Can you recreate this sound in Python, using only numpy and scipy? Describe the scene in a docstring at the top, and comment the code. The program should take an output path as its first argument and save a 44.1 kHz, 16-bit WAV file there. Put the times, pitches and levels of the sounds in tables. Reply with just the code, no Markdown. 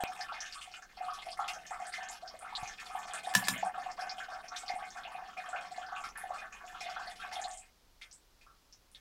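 """First come watery plinks and a bump on the microphone: a phone, hand-held in a small tiled room,
where a cat's thin stream breaks into drops over the water of a toilet bowl. Some drops slap and spray;
each traps a bubble whose short rising note rings the air in the bowl and then the room.
Midway a light switch clicks down and up near the phone, which hisses and rumbles underneath."""
import sys
import numpy as np
from scipy import signal
from scipy.fft import rfft, irfft, next_fast_len
from scipy.io import wavfile
from scipy.ndimage import uniform_filter1d

SR = 44100
rng = np.random.default_rng(int(sys.argv[2]) if len(sys.argv) > 2 else 0)


def wav_out(sig):
    """Save sig, one row per channel (or a flat mono array), as 16-bit PCM at SR to the path in sys.argv[1]."""
    wavfile.write(sys.argv[1], SR, np.round(np.clip(np.atleast_2d(sig).T, -1, 1) * 32767).astype(np.int16))


N = 397076
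FRAME, SHORT, BLOCK, TAIL = 256, 1024, 2048, 8192  # buffer lengths [samples]
HZ = np.fft.rfftfreq(TAIL, 1 / SR)


# Clear bubbles in the bowl: (time [s], level before dips [dB], nominal pitch [Hz])
BUBBLE_NOTES = [(0.0, -38, 747), (.006, -53.5, 8150), (.018, -40, 738), (.037, -44, 2340), (.055, -48, 670),
                (.076, -56, 5350), (.094, -46.5, 770), (0.12, -57, 1370), (0.134, -58, 8400),
                (.175, -63, 8190), (.187, -47, 736), (0.206, -45, 1740), (.21, -44, 4880),
                (.285, -54, 2680), (0.29, -42, 1260), (.318, -44.5, 837), (.342, -49.5, 2140),
                (0.405, -42.5, 5680), (.408, -51.5, 1760), (.461, -52.5, 5980), (.525, -47, 4700),
                (.546, -54, 8300), (.556, -48.5, 1180), (0.616, -48.5, 2940), (0.625, -58, 8300),
                (.671, -52, 730), (.739, -48.5, 2690), (.74, -54, 1360), (.768, -63, 7170),
                (.786, -58, 735), (.823, -54, 1506), (.824, -59, 5900), (.97, -50, 726),
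                (1.003, -37.5, 740), (1.012, -58, 2520), (1.029, -50, 1240), (1.078, -47, 750),
                (1.083, -38.5, 1150), (1.135, -63, 10140), (1.136, -55.5, 5630), (1.188, -50.5, 3260),
                (1.263, -43.5, 680), (1.264, -65, 10140), (1.306, -57.5, 8500), (1.317, -47, 4730),
                (1.389, -34.5, 783), (1.39, -36.5, 1150), (1.481, -47, 1260), (1.485, -41.5, 2720),
                (1.489, -46.5, 710), (1.535, -50.5, 5900), (1.666, -53, 6200), (1.707, -44, 815),
                (1.707, -55, 7800), (1.72, -45.5, 1270), (1.73, -51, 1970), (1.795, -43.5, 735),
                (1.818, -43, 728), (1.868, -52, 1720), (1.869, -51, 8300), (1.885, -55, 8800),
                (1.927, -50.5, 4600), (1.937, -41.5, 1900), (1.977, -46, 685), (2.041, -51.5, 1640),
                (2.088, -46.5, 6930), (2.098, -48, 807), (2.112, -59, 10500), (2.147, -57.5, 1520),
                (2.151, -58, 2745), (2.222, -43.5, 668), (2.277, -48, 5000), (2.391, -53.5, 8850),
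                (2.339, -49.5, 576), (2.423, -47.5, 755), (2.447, -45.5, 1298), (2.49, -58, 2100),
                (2.524, -45.5, 900), (2.552, -38, 3890), (2.575, -46.5, 827), (2.569, -54, 7670),
                (2.602, -62, 10000), (2.627, -58, 2260), (2.628, -44, 780), (2.633, -55, 6400),
                (2.656, -49, 2280), (2.676, -47.5, 5980), (2.784, -50, 2500), (2.797, -52.5, 1750),
                (2.857, -55, 4360), (2.863, -52.5, 715), (2.895, -47.5, 770), (2.943, -65, 8570),
                (2.944, -61, 2480), (2.947, -38, 803), (3.077, -53.5, 1250), (3.137, -43.5, 1550),
                (3.136, -43.5, 8100), (3.152, -55, 3650), (3.155, -49, 758), (3.178, -49, 2410),
                (3.238, -47, 720), (3.247, -50, 3500), (3.269, -54.5, 8900), (3.269, -37.5, 740),
                (3.293, -56, 7610), (3.423, -43, 750), (3.441, -46, 4560), (3.452, -50, 7600),
                (3.537, -42.5, 2080), (3.56, -47.5, 2980), (3.579, -52, 6960), (3.627, -31.5, 757),
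                (3.65, -54, 8550), (3.741, -47.5, 1245), (3.747, -45.5, 740), (3.777, -39.5, 713),
                (3.82, -63, 6450), (3.858, -41, 735), (3.895, -51, 734), (3.915, -53, 5230),
                (3.98, -40, 703), (3.991, -44, 1490), (4.007, -63, 10100), (4.01, -48, 4940),
                (4.015, -64, 2090), (4.019, -37.5, 700), (4.095, -42, 4750), (4.182, -49, 2990),
                (4.183, -51.5, 726), (4.198, -60.5, 6960), (4.201, -44, 1552), (4.281, -46.5, 710),
                (4.316, -51, 1320), (4.347, -45, 750), (4.36, -54.5, 1530), (4.45, -64, 760),
                (4.484, -49.5, 5600), (4.515, -49, 1374), (4.542, -54, 764), (4.561, -46, 3620),
                (4.565, -48, 5930), (4.587, -50.5, 7530), (4.63, -46.5, 730), (4.681, -43, 4380),
                (4.692, -44.5, 2040), (4.696, -36, 732), (4.754, -59.5, 8700), (4.755, -41.5, 760),
                (4.807, -52, 1475), (4.827, -50, 2090), (4.905, -51.5, 6000), (4.957, -47.5, 740),
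                (4.97, -46, 1480), (4.992, -51, 723), (5.035, -53, 3510), (5.05, -49, 2680),
                (5.075, -47.5, 850), (5.143, -52, 2420), (5.145, -43.5, 725), (5.275, -52, 720),
                (5.372, -45.5, 2320), (5.375, -42, 680), (5.49, -54.5, 7530), (5.526, -40, 700),
                (5.53, -40.5, 1410), (5.546, -52, 566), (5.547, -41.5, 727), (5.561, -46, 2400),
                (5.6, -49.5, 730), (5.674, -63, 5100), (5.707, -44, 717), (5.719, -61, 7600),
                (5.776, -39.5, 700), (5.776, -60, 6560), (5.828, -48, 1430), (5.83, -49, 740),
                (5.864, -58, 4790), (5.919, -42, 760), (5.923, -47.5, 1385), (5.96, -62.5, 6800),
                (5.963, -46.5, 2620), (5.962, -50, 1295), (5.994, -51.5, 750), (6.038, -50.5, 2170),
                (6.039, -41.5, 1226), (6.089, -54, 5760), (6.154, -46.5, 1620), (6.176, -50, 10250),
                (6.211, -49.5, 1770), (6.234, -42, 726), (6.301, -49, 584), (6.302, -43.5, 780),
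                (6.335, -49, 1225), (6.383, -49, 2350), (6.417, -48.5, 1610), (6.42, -49, 760),
                (6.525, -57.5, 6470), (6.526, -52, 2470), (6.634, -50, 686), (6.746, -49, 1340),
                (6.806, -49.5, 5400), (6.806, -46.5, 713), (6.808, -46.5, 2250), (6.841, -52, 3660),
                (6.864, -49, 1950), (6.878, -43.5, 740), (6.897, -55, 5100), (6.897, -51.5, 1370),
                (6.963, -41.5, 1363), (6.964, -58, 2470), (6.966, -46, 770), (6.994, -48, 1032),
                (7.02, -60, 3950), (7.066, -51, 1850), (7.067, -44.5, 670), (7.073, -50, 4430),
                (7.167, -61, 10000), (7.222, -46, 1525), (7.227, -49, 2440), (7.231, -48.5, 750),
                (7.321, -52, 2000), (7.325, -46, 810), (7.326, -52, 5300), (7.334, -58, 9600),
                (7.356, -45.5, 3330), (7.361, -43, 733), (7.387, -41.5, 724), (7.411, -47.5, 762),
                (7.416, -47.5, 6830), (7.441, -45, 3940), (7.446, -41.5, 710), (7.483, -54, 8100),
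                (7.513, -51.5, 6690), (7.535, -54, 8300), (7.551, -58.5, 712), (7.574, -50, 7700),
                (7.619, -63.5, 2480), (8.014, -52, 2104), (8.02, -54.5, 3430), (8.113, -57.5, 5550),
                (8.128, -56.5, 7850), (8.412, -64.5, 2360), (8.465, -60.5, 1235), (8.726, -57.5, 5430),
                (8.916, -67.5, 9200), (8.948, -53.5, 3590)]
def bubbles():
    """Single trapped bubbles, starting just under nominal pitch, reach the microphone via bowl and room."""
    times, db, hz = np.transpose(BUBBLE_NOTES)
    cycles = 5.19 * amp(2.76 * rng.standard_normal(len(times))) * (hz / 1000) ** 0.13
    path = bowl(open_db=-12.0) * room(len(times))
    notes = irfft(path * rfft(plinks(.93 * hz, cycles, rise=0.082), TAIL), TAIL)
    onset_rms = np.sqrt(np.mean(notes[:, :SHORT] ** 2, axis=1))
    return place(times, notes * (amp(db) / onset_rms)[:, None])


def plinks(hz, cycles, rise):
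    """One row per bubble: a damped sine with a soft start, rising in pitch as it nears the surface."""
    turns = np.arange(SHORT) / SR * hz[:, None]
    age = turns / cycles[:, None]
    return np.sin(2 * np.pi * turns * (1 + rise * age)) * np.exp(-age) * (1 - np.exp(-turns / 0.75))


# Drops that slap the water and throw spray: (time [s], peak before dips [dB])
SLAPS = [(0.119, -46), (.205, -41), (.406, -42), (0.524, -45), (0.616, -42), (.739, -46), (1.136, -42.5),
         (1.259, -56), (1.478, -32), (1.666, -48), (1.935, -36), (2.113, -46), (2.656, -45), (2.797, -42),
         (2.858, -54), (3.077, -42), (3.136, -46), (3.441, -41), (3.991, -42.5), (4.182, -46),
         (4.231, -47.5), (4.561, -35), (4.685, -43), (4.969, -45.5), (5.373, -47), (5.707, -49),
         (5.963, -52), (6.038, -41), (6.336, -48), (6.382, -52), (6.525, -57), (6.745, -54), (6.806, -39),
         (6.896, -41), (6.994, -50), (7.156, -37), (7.325, -38.5), (8.013, -46.5), (8.107, -65),
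         (8.412, -57), (8.726, -63), (8.948, -53)]
def splashes(rise_s=.004, t60_s=0.038, low_hz=2800, top_hz=9500):
    """Each slap on the surface is a puff of treble noise, heard through bowl and room."""
    times, db = np.transpose(SLAPS)
    t = np.arange(SHORT) / SR
    slap = amp(-60 * t / t60_s) * (1 - np.exp(-t / rise_s)) * rng.standard_normal((len(times), SHORT))
    band = (1j * HZ / (low_hz + 1j * HZ)) ** 2 / (1 + 1j * HZ / top_hz) ** 4
    heard = irfft(bowl(open_db=-15.5) * room(len(times)) * band * rfft(slap, TAIL), TAIL)
    return place(times, amp(db)[:, None] * heard / np.abs(heard).max(axis=1, keepdims=True))


# Base gains of the bubble crowds in the bowl: (time [s], deep [dB], fine [dB])
CROWD_LEVELS = [(0.12, -50.5, -53.5), (0.54, -57, -52), (0.74, -62.5, -56.5), (0.86, -59, -63),
                (1.01, -53, -56), (1.24, -52, -52), (1.6, -49.5, -58), (1.98, -52.5, -52.5),
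                (2.29, -53.5, -60.5), (3.12, -46.5, -51), (3.6, -46, -52.5), (4.43, -51.5, -58.5),
                (5.23, -50.5, -58.5), (5.76, -50, -57), (6.64, -51.5, -57.5), (6.85, -50.5, -55),
                (7.45, -49, -54), (7.7, -89, -74)]
def stream():
    """Bubbles large and small, and spray; the pool churns low in step with the deep crowd."""
    deep, fine = curves(CROWD_LEVELS)
    churn_colour = [(70, -40), (120, -10.5), (190, -1.0), (280, -8.0), (550, -6.0), (800, -38.5)]
    churn = amp(-20.5) * deep * noise(churn_colour)
    small = deep * crowd(count=600, centre_hz=1147, octaves=0.599, cycles=3.1, scatter_db=4.5)
    tiny = fine * crowd(count=1500, centre_hz=3210, octaves=0.6, cycles=3.5, scatter_db=5.5)
    finest = amp(-9.5) * fine * crowd(count=500, centre_hz=7000, octaves=0.35, cycles=3.8, scatter_db=7.5)
    return level_dips() * (bubbles() + splashes() + small + tiny + finest) + churn


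def crowd(count, centre_hz, octaves, cycles, scatter_db):
    """Small bubbles at random times, pitches and strengths, heard through bowl and room at rms 1."""
    pitch_draw, strength_draw = rng.standard_normal((count, 2)).T
    hz = np.clip(centre_hz * 2 ** (octaves * pitch_draw), 520, 11000)
    strength = amp(scatter_db * np.clip(strength_draw, -3, 1.8))[:, None]
    notes = strength * plinks(hz, np.full(count, cycles), rise=0.125)
    patter = place(rng.uniform(0, N / SR, count), notes)
    blocks = np.pad(patter, (0, -N % BLOCK)).reshape(-1, BLOCK)  # each block draws a room path
    heard = irfft(rfft(blocks, TAIL) * bowl(open_db=-15.5) * room(len(blocks)), TAIL)
    return unit(place(np.arange(len(blocks)) * BLOCK / SR, heard))


# Brief dips in the heard level of the water sound: (time [s], length [s], depth [dB])
LEVEL_DIPS = [(0.133, 0.016, -11.5), (0.16, 0.03, -8), (0.257, 0.025, -9), (0.791, 0.027, -11),
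              (0.853, 0.038, -11.5), (0.918, 0.05, -9.5), (1.229, 0.026, -8), (1.335, 0.037, -9),
              (1.579, 0.072, -7), (1.77, 0.02, -9), (1.9, 0.022, -9.5), (2.185, 0.021, -9.5),
              (2.297, 0.034, -5), (2.353, 0.036, -8), (2.39, 0.024, -7), (2.741, 0.035, -6.5),
              (2.828, 0.03, -5.5), (3.055, 0.015, -9.5), (3.195, 0.035, -9.5), (3.692, 0.049, -15.5),
              (3.918, 0.052, -10.5), (4.127, 0.038, -4), (4.261, 0.022, -8.5), (4.413, 0.025, -13),
              (4.491, 0.027, -8.5), (4.881, 0.062, -4.5), (5.303, 0.064, -10.5), (5.687, 0.026, -3.5),
              (6.089, 0.066, -15), (6.467, 0.054, -8.5), (7.107, 0.092, -9.5), (7.28, 0.033, -12)]
def level_dips(sink_share=0.97, return_s=0.0077):
    """The heard level of the water sound dips briefly, then returns quickly."""
    t = np.arange(N) / SR
    db = sum(depth_db * np.clip((t - start) / (sink_share * length), 0, 1) * (t < start + length)
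             for start, length, depth_db in LEVEL_DIPS)
    return amp(uniform_filter1d(db, int(return_s * SR) + 1))


# Resonances of the air above the water: (frequency [Hz], width [Hz], gain [dB])
BOWL_MODES = [(649.5, 9.5, -9), (733.1, 31.7, 2.5), (828, 2.6, -9), (981, 9, -24), (1135, 18, -3.5),
              (1253, 18, -2), (1360, 16, -5.5), (1513, 12.4, -2), (1571, 22.3, -7.5), (1767, 53, -3),
              (2103, 30.5, -9), (2195, 18, -6.5), (2462, 19.3, -7.5), (3120, 56, -16.5), (3226, 12.3, -10),
              (3770, 74, -16), (4170, 40, -22.5), (5120, 20, -14), (5320, 45, -17.5), (5600, 49, -17)]
def bowl(open_db):
    """The bowl's air resonates; sound also escapes through the seat, with the top treble rolled off."""
    modes = sum((-1) ** k * amp(db) * 1j * HZ * width / (hz * hz - HZ ** 2 + 1j * HZ * width)
                for k, (hz, width, db) in enumerate(BOWL_MODES))
    escape = amp(open_db) * 1j * HZ / (450 + 1j * HZ) / (1 + 1j * HZ / 11000) ** 3
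    return modes + escape


# Rocker contacts: (time [s], strength [dB], relative thud [dB], thud swell [s], thud tilt [dB/octave])
CONTACTS = [(3.338, -31.5, -38, 0.0097, 0), (3.35, -13, -21.5, 0.01, -7.5), (3.471, -33, -33, .01, 0),
            (3.483, -18, -15.5, 0.027, 5)]
# The plastic switch housing: (frequency [Hz], level [dB], time to fall 60 dB [s])
HOUSING_MODES = [(996, -6.5, 0.032), (1730, -1, 0.058), (2630, -18, 0.0358), (3810, -16.5, 0.027),
                 (5560, -13, 0.0412), (7160, -10, 0.033), (8490, -16, 0.047), (11780, -18, 0.017)]
# The hollow wall behind it: (frequency [Hz], level [dB], time to fall 60 dB [s])
WALL_MODES = [(123.3, -6, 0.25), (191.2, 0.5, 0.31), (255.7, -6, 0.21)]
def light_switch():
    """Near the microphone the rocker slips, then snaps; its housing rings and the wall thuds."""
    t = np.arange(2 * TAIL) / SR
    pivot_hz = WALL_MODES[1][0]
    clicks, thuds = [], []
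    for _, db, thud_db, swell_s, tilt_db in CONTACTS:
        snap = amp(8.5 - 60 * t / 0.021) * rng.standard_normal(len(t))
        housing = ringing(HOUSING_MODES, t, scatter_db=2.5)
        clicks.append(amp(db) * (1 - np.exp(-t / 0.0014)) * (housing + snap))
        # the wall panel does not ring evenly
        rattle = amp(152 * uniform_filter1d(rng.standard_normal((len(WALL_MODES), len(t))), SHORT))
        thud = sum(gain * amp(tilt_db * np.log2(mode[0] / pivot_hz)) * ringing([mode], t, scatter_db=0.5)
                   for gain, mode in zip(rattle, WALL_MODES))
        thuds.append(amp(db + thud_db) * (1 - np.exp(-t / swell_s)) * thud)
    near_path = 1 + amp(-7.5) * (room(len(clicks)) - 1)  # close up, the echoes are weaker
    band = (1j * HZ / (600 + 1j * HZ)) ** 2 / (1 + 1j * HZ / 11000) ** 3
    heard = irfft(rfft(clicks, TAIL) * near_path * band, TAIL)
    times = [contact[0] for contact in CONTACTS]
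    return place(times, heard) + place(times, np.array(thuds))


# Decay of the tiled room: (frequency [Hz], time to fall 60 dB [s])
ROOM_DECAY = [(300, 0.37), (750, 0.31), (1500, 0.21), (4000, 0.05), (12000, 0.2)]
# Echoes at the microphone: (frequency [Hz], gain against the direct path [dB])
ECHO_GAIN = [(300, 2), (750, 3), (1500, 6), (4000, 9.5), (12000, 9.5)]
def room(count, spots=48):
    """Paths from random spots to the microphone: direct sound, then echoes building off the near tiles."""
    hz = np.fft.rfftfreq(FRAME, 1 / SR)[:, None]
    t = np.arange(2 * TAIL // FRAME + 1) * FRAME / 2 / SR
    envelope = amp(-60 * (t / along(ROOM_DECAY, hz)) ** 1.465) * (1 - np.exp(-t / 0.0033))
    envelope *= amp(along(ECHO_GAIN, hz)) / np.linalg.norm(envelope, axis=1, keepdims=True)
    real, imag = rng.standard_normal((2, spots, *envelope.shape))
    echoes = signal.istft((real + 1j * imag) * envelope / FRAME, SR, nperseg=FRAME)[1]
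    return 1 + rfft(echoes, TAIL)[rng.integers(spots, size=count)]


# Fingers on the phone's case: (time [s], strength [dB], relative tick [dB], pitch [Hz])
FINGER_BUMPS = [(.037, -18, -5, 660), (2.628, -38.5, -4, 125), (4.739, -45, -12, 257),
                (6.069, -49, -10, 255)]
# Rumble of the hand holding it: (time [s], level [dB])
HAND_RUMBLE = [(0.0, -69.5), (2.48, -69.5), (2.63, -56), (2.78, -69), (5.94, -72), (6.07, -66.5),
               (9.0, -68.5)]
# Colour of its circuit hiss: (frequency [Hz], relative density [dB])
HISS_COLOUR = [(60, -10), (100, -8), (200, -11), (450, -13.5), (900, -13.5), (2100, -19.5), (5200, -17.5),
               (8500, -26), (12000, -26.5), (15800, -28)]
def phone():
    """Right at the microphone: finger bumps on the case, hand rumble and circuit hiss."""
    times, db, tick_db, hz = np.transpose(FINGER_BUMPS)[..., None]
    t = np.arange(BLOCK) / SR
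    push = np.sin(2 * np.pi * hz * t) * np.exp(-t * hz / 0.65)
    tick = amp(tick_db - 60 * t / 0.014) * uniform_filter1d(rng.standard_normal(push.shape), size=5)
    rumble_colour = [(8, -28.5), (20, 2.5), (50, -3.5), (75, -15.0), (120, -50), (300, -79)]
    rumble = curves(HAND_RUMBLE)[0] * noise(rumble_colour)
    hiss = amp(-69) * noise(HISS_COLOUR)
    return place(times[:, 0], amp(db) * (push + tick)) + rumble + hiss


def ringing(modes, t, scatter_db):
    """Struck modes die away, at slightly new strengths on every strike."""
    return sum(amp(db + rng.normal(0, scatter_db) - 60 * t / t60) * np.sin(2 * np.pi * hz * t)
               for hz, db, t60 in modes)


def noise(colour):
    """Noise of rms 1, coloured by (frequency [Hz], level [dB]) points."""
    size = next_fast_len(N)
    gain = amp(along(colour, np.fft.rfftfreq(size, 1 / SR)))
    return unit(irfft(rfft(rng.standard_normal(size)) * gain, size)[:N])


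def place(times, sounds):
    """Sum short sounds at their times."""
    at = np.round(np.asarray(times) * SR).astype(int)[:, None] + np.arange(sounds.shape[1])
    return np.bincount(at.ravel(), sounds.ravel(), N + 2 * TAIL)[:N]


def curves(rows):
    """One gain per sample for each dB column; silence after the last row."""
    times, *columns = np.transpose(rows)
    return [amp(np.interp(np.arange(N) / SR, times, db, right=-120)) for db in columns]


def along(points, hz):
    """Interpolate (frequency [Hz], value) points on a log axis."""
    knots_hz, values = np.transpose(points)
    return np.interp(np.log(hz + 1), np.log(knots_hz + 1), values)


def amp(db):
    return 10 ** (np.asarray(db) / 20)


def unit(x):
    return x / np.sqrt(np.mean(x ** 2, axis=-1, keepdims=True) + 1e-20)


def scene():
    """Bowl, switch and handling noise at one microphone, in mono."""
    return (stream() + light_switch() + phone())[None]


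def record(dry, top_hz=15830):
    """The phone keeps nothing above its band limit."""
    size = next_fast_len(N + TAIL)
    passband = np.fft.rfftfreq(size, 1 / SR) < top_hz
    return irfft(rfft(dry, size) * passband, size)[:, :N]


dry = scene()
out = record(dry)
wav_out(out)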